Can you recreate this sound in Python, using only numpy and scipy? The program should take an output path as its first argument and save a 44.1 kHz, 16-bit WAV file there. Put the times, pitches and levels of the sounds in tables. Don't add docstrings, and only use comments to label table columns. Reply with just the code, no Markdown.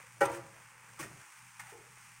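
import sys
import numpy as np
from scipy import signal
from scipy.fft import rfft, irfft
from scipy.io import wavfile
from scipy.ndimage import uniform_filter1d

SR = 44100
rng = np.random.default_rng(int(sys.argv[2]) if len(sys.argv) > 2 else 0)


def generate_wav(sig):
    pcm = np.round(np.clip(np.atleast_2d(sig).T, -1, 1) * 32767).astype(np.int16)
    wavfile.write(sys.argv[1], SR, pcm)


def gain_from_db(level_db):
    decades = np.asarray(level_db, float) / 20
    return 10 ** decades


N = 97020


def seconds():
    return np.arange(N) / SR


def noise():
    return rng.standard_normal(N)


def unit(x):
    return x / np.sqrt(np.mean(x ** 2) + 1e-30)


def ring(x, hz, t60):
    radius = np.exp(-np.log(1000) / (max(t60, 1e-4) * SR))
    angle = 2 * np.pi * hz / SR
    return signal.lfilter([0, np.sin(angle)], [1, -2 * radius * np.cos(angle), radius * radius], x)


def gain_of(f, tone):
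    hz, db = np.transpose(tone)
    return gain_from_db(np.interp(np.log(f), np.log(hz), db))


def colour(x, tone, low_hz, steep):
    f = np.arange(N // 2 + 1) * SR / N + 1e-3
    gain = gain_of(f, tone) / np.sqrt(1 + (low_hz / f) ** steep)
    return unit(irfft(rfft(x) * gain, N))


def highpass(x, order, hz):
    return signal.sosfilt(signal.butter(order, hz, "high", fs=SR, output="sos"), x)


def shape(start, rise, hold, fade):
    u = seconds() - start
    return np.clip(u / max(rise, 1e-4), 0, 1) * np.exp(-np.clip(u - rise - hold, 0, None) / max(fade, 1e-3))


def walk(rate):
    k = int(SR / rate)
    steps = np.repeat(rng.standard_normal(N // k + 1), k)
    return 1.3 * uniform_filter1d(uniform_filter1d(steps, k), k)[:N]


def grit(rate, spread_db):
    happens, sign, size = rng.random((3, N))
    return unit((happens < rate / SR) * np.sign(sign - .5) * gain_from_db(-spread_db * np.log(size + 0.0059)))


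def sizzle():
    # t/s, level/dB
    sizzle_level = [(0.0, -60), (0.21, -63), (0.51, -62), (0.75, -62.5), (0.99, -61), (1.21, -59.5),
                    (1.3, -60.5), (1.5, -60.5), (1.8, -60), (1.95, -61), (2.06, -59), (2.2, -60)]
    # f/Hz, level/dB
    sizzle_tone = [(780, 1.5), (1000, 1.5), (2200, 1.5), (4000, -5), (8000, -7.5), (15800, -11)]
    pops = gain_from_db(-1.5) * grit(2500, 3.5)
    hiss = colour(noise() + pops, sizzle_tone, 791, 41)
    low = signal.sosfilt(signal.butter(2, 3800, fs=SR, output="sos"), hiss)
    flicker = low * gain_from_db(1.2 * walk(15.0)) + (hiss - low) * gain_from_db(0.47 * walk(10.8))
    t_s, db = np.transpose(sizzle_level)
    return flicker * gain_from_db(np.interp(seconds(), t_s, db) + 5.5)


def lows():
    # t/s, hum level/dB, air level/dB
    lows_level = [(0, -72, -60.5), (.06, -67, -103), (.19, -63.5, -67), (.5, -72, -62.5),
                  (0.599, -66.5, -69), (.68, -73.5, -82.5), (0.961, -64.5, -73.5), (1.2, -65, -65.5),
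                  (1.27, -97.5, -74), (1.32, -89, -80.5), (1.43, -62.5, -83.5), (1.54, -74.5, -83),
                  (1.62, -62, -84), (1.7, -67.5, -74.5), (1.85, -66.5, -68.5), (1.93, -68, -80),
                  (2.2, -67.5, -84)]
    hum_hz, hum_width_hz, rumble_db = 120, 12, -28
    t = seconds()
    hum = np.sqrt(2) * np.sin(2 * np.pi * hum_hz * t + 1.47 * walk(9.5))
    hum = hum + 0.58 * unit(ring(noise(), hum_hz * 1.374, 1.5 / hum_width_hz / 3))
    air = colour(noise(), [(200, 10.5), (500, 12.0), (750, 15), (900, -6)], 170, 2.6)
    air = air * gain_from_db(1.7 * walk(24.92))
    rumble = colour(noise(), [(30, -4), (90, 7), (130, -21), (300, -45)], 15, 4)
    t_s, hum_db, air_db = np.transpose(lows_level)
    hum_level = gain_from_db(np.interp(t, t_s, hum_db))
    air_level = gain_from_db(np.interp(t, t_s, air_db))
    return hum_level * (hum + gain_from_db(rumble_db) * rumble) + air_level * air


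def taps():
    # t/s, level/dB, length/s, f/Hz, width/Hz
    tap_list = [(.652, -62, .01, 1550, 900), (.873, -54, .004, 1100, 600), (.891, -54, .004, 1530, 900),
                (1.215, -54, .006, 1560, 1200), (.993, -43.5, .007, 870, 90), (.993, -46, .013, 1115, 40),
                (.995, -48, .008, 2150, 150), (1.026, -40, .007, 1850, 50), (1.028, -48, .012, 1290, 250),
                (.994, -51, .03, 1700, 400), (.996, -46, .012, 330, 120), (1.047, -49, .012, 400, 60),
                (.976, -56, .012, 1250, 400), (1.003, -50, .012, 250, 100), (1.33, -58, .015, 1530, 80),
                (.995, -53, .015, 600, 300), (1.595, -46, .008, 1830, 50), (1.595, -46, .008, 2120, 50),
                (1.598, -53, .008, 840, 130), (1.597, -53, .006, 1150, 120), (1.605, -56, .035, 1450, 40),
                (1.722, -55, .012, 430, 120), (1.737, -52, .016, 455, 50), (1.756, -56, .014, 445, 60),
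                (1.785, -59, .006, 420, 150), (1.808, -58, .008, 420, 150)]
    # t/s, level/dB, length/s, f/Hz, width/Hz
    rub_list = [
        (1.724, -62.5, 0.069, 360, 150),
        (1.82, -67.5, 0.066, 520, 290),
        (0.036, -65.5, 0.039, 520, 150),
        (.72, -73, 0.31, 510, 240),
        (1.01, -52.5, 0.051, 530, 320),
        (1.61, -61, 0.18, 800, 400),
        (1.2, -57.5, 0.035, 1500, 1200),
        (1.06, -61, 0.076, 300, 280),
        (1.008, -49, 0.018, 140, 46),
    ]
    noisy_width_hz, rise_s, fade_s = 250, 0.0013, .005
    out, t = 0, seconds()
    for start, db, hold, hz, width in tap_list + rub_list:
        rough = min(width / noisy_width_hz, 1)
        drift = (walk(width) + 1j * walk(width)) / np.sqrt(2)
        sway = np.sqrt(1 - rough ** 2) + rough * drift
        tone = np.imag(sway * np.exp(2j * np.pi * hz * (t - start)))
        out = out + gain_from_db(db) * tone * shape(start, rise_s, hold, fade_s)
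    return out


def crunch():
    # t/s, level/dB, rise/s, hold/s, fade/s
    pushes = [
        (0.2058, -40, 0.0018, 0.017, 0.035),
        (0.252, -42.5, 0.0023, 0.0069, 0.0025),
        (0.289, -49.5, 0.047, 0.031, 0.024),
        (0.991, -41, 0.0019, 0.024, 0.011),
        (1.026, -47.5, 0.003, 0.013, 0.026),
        (1.594, -44.5, 0.002, 0.0066, 0.016),
        (1.629, -57, 0.039, 0.042, 0.036),
        (1.18, -67, 0.012, 0.022, 0.018),
        (1.381, -55.5, 0.0033, .003, 0.0054),
        (1.687, -65, 0.011, .01, 0.018),
    ]
    # f/Hz, level/dB
    crunch_tone = [(700, 5), (2000, 3.5), (8000, -4.5), (11000, -3.5), (15800, -5)]
    env = sum(gain_from_db(db) * shape(start, rise, hold, fade) for start, db, rise, hold, fade in pushes)
    grains = grit(5500, 2.9) + 1.03 * noise()
    return env * colour(grains, crunch_tone, 890, 8.4)


def boom():
    # t/s, level/dB, rise/s, fade/s
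    shudders = [
        (0.208, -47, 0.0048, 0.16),
        (1.005, -48, 0.04, 0.043),
        (1.07, -60.5, 0.073, 0.045),
    ]
    # f/Hz, level/dB, t60/s
    stove_modes = [(122, 0, .1), (145, 0, .1), (85, -22, .06), (190, -7, .05), (45, -40, .06)]
    env = sum(gain_from_db(db) * shape(start, rise, 0, fade) for start, db, rise, fade in shudders)
    sheet = unit(sum(gain_from_db(db) * unit(ring(noise(), hz, t60)) for hz, db, t60 in stove_modes))
    return highpass(env * sheet, 2, 75)


def ticks():
    # t/s, level/dB, f/Hz, width/Hz
    grain_ticks = [(0.2085, -45, 9000, 5000), (0.2122, -45, 8700, 1500), (.2965, -46, 13000, 4000),
                   (.317, -48, 9100, 3000), (0.328, -51, 9500, 5000), (0.347, -46, 7550, 6000),
                   (.359, -56, 6500, 4000), (1.216, -51, 7000, 5000), (1.92, -58, 13000, 6000),
                   (2.012, -58, 8600, 2000), (2.091, -56, 6960, 5000), (2.135, -57, 12000, 6000),
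                   (1.974, -53, 2400, 900)]
    out = 0
    for start, db, hz, width in grain_ticks:
        burst = unit(ring(noise(), hz, 2.32 / width))
        out = out + gain_from_db(db) * burst * shape(start, 0.00037, 0.00091, .002)
    return out


def strike(start, hz, db, t60, swell):
    u = np.clip(seconds() - start, 0, None)
    env = (1 - np.exp(-u / max(swell, 1e-4))) * np.exp(-np.log(1000) * u / max(t60, .005))
    return gain_from_db(db) * np.sin(2 * np.pi * hz * u) * env


def pan_ring(knock_s):
    # level/dB, t60/s, swell/s, muffled after/s
    pan_modes = [(-13.5, 0.28, 0.0035, .08), (-15.5, 0.44, 0.012, 0.069), (-9.5, 0.16, 0.0015, .03),
                 (-2, 0.24, 0.0045, .056), (1, 0.43, 0.013, 0.034), (-14.5, 0.42, 0.011, .03),
                 (-24, .15, 0.0017, 0.04), (-39, 0.035, 0.0046, .05), (-9.5, 0.22, 0.0028, .09),
                 (-10, 0.26, 0.003, 0.033), (-17, .14, 0.0047, .06), (-13, 0.32, 0.003, 0.037),
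                 (-13.5, 0.28, 0.0099, .03), (-19.5, .15, 0.004, 0.044)]
    pan_hz = [343, 389, 453, 560, 814, 875, 1085, 1200, 1356, 1500, 1776, 1885, 2296, 2859]
    # level/dB, t60/s, swell/s, muffled after/s
    burner_modes = [(-21, 1.07, 0.037, 0.2), (-23.5, 1.4, 0.042, 0.2), (-37.5, 1.1, 0.087, 0.33),
                    (-21, .5, 0.0231, 0.12), (-19.5, 0.93, .03, 0.134), (-21.5, 0.7, 0.032, 0.134),
                    (-34, 0.43, .04, 0.14), (-21.5, 0.41, 0.031, 0.17), (-36.5, .4, 0.029, .12),
                    (-33, .6, 0.032, .16)]
    burner_hz = [346, 553, 541, 834, 931, 978, 1626, 1986, 2293, 458]
    knock_db, damp_db, muffle_s, roughness = -16.5, -20.5, 0.0042, .15
    out = 0
    for hz, (db, t60, swell, after) in zip(pan_hz + burner_hz, pan_modes + burner_modes):
        start = knock_s + rng.random() / hz
        tone = strike(start, hz, knock_db + db, t60, swell) * (1 + roughness * walk(41.6))
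        until_muffled = np.clip((knock_s + after - seconds()) / muffle_s, -50, 50)
        out = out + tone * gain_from_db(damp_db / (1 + np.exp(until_muffled)))
    return out


def clack(knock_s):
    tone = [(500, 4), (740, -2), (1000, 1.5), (2500, -8), (4500, -13), (7000, -24)]
    return gain_from_db(-32) * colour(noise(), tone, 380, 4.8) * shape(knock_s, 0.0062, 0.0058, .013)


def rim_chink():
    # level/dB, t60/s
    rim_modes = [(4, 0.024), (-2.5, .03), (-8.5, 0.043), (0, 0.029), (-12, .02)]
    rim_hz = [8694, 12590, 6202, 3600, 7600]
    return sum(strike(.2545, hz, -26.5 + db, t60, 0.0092) for hz, (db, t60) in zip(rim_hz, rim_modes))


def room(x):
    t60_s, treble_hz, level_db, rise_s = 0.58, 2400, -10, 0.0093
    u = np.arange(int(.7 * SR)) / SR
    hiss = rng.standard_normal(len(u))
    low = signal.sosfilt(signal.butter(1, treble_hz, fs=SR, output="sos"), hiss)
    tail = low + (hiss - low) * np.exp(-u / 0.011)
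    tail = tail * np.exp(-np.log(1000) * u / t60_s) * (1 - np.exp(-(u / rise_s) ** 2))
    return gain_from_db(level_db) * signal.fftconvolve(x, tail / np.sqrt(np.sum(tail ** 2)))[:N]


def scene():
    knock_s, body_cut_hz = .2088, 200
    iron = highpass(pan_ring(knock_s) + rim_chink(), 4, body_cut_hz)
    wood = highpass(clack(knock_s), 4, body_cut_hz)
    rubbed, stir = taps(), crunch()
    wet = room(gain_from_db(-18) * iron + gain_from_db(6) * wood + gain_from_db(-3) * stir + gain_from_db(-7) * rubbed)
    return (iron + wood + rubbed + stir + wet + boom() + sizzle() + lows() + ticks())[None]


def top_cut(x):
    return signal.sosfilt(signal.butter(12, 15920, fs=SR, output="sos"), x)


def record(dry):
    # f/Hz, level/dB
    mic_tone = [(2400, -0.5), (3900, -10.5), (6200, 0), (7600, -1), (8700, 4.5), (10000, -4), (13700, -11),
                (15000, -5.5)]
    limit, top_hz = 0.98, 15830
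    f = np.arange(N // 2 + 1) * SR / N + 1e-3
    heard = irfft(rfft(dry) * gain_of(f, mic_tone), N)
    heard = limit * np.tanh(heard / limit)
    mix = irfft(rfft(heard) * (f < top_hz), N)
    return top_cut(mix)


dry = scene()
out = record(dry)
generate_wav(out)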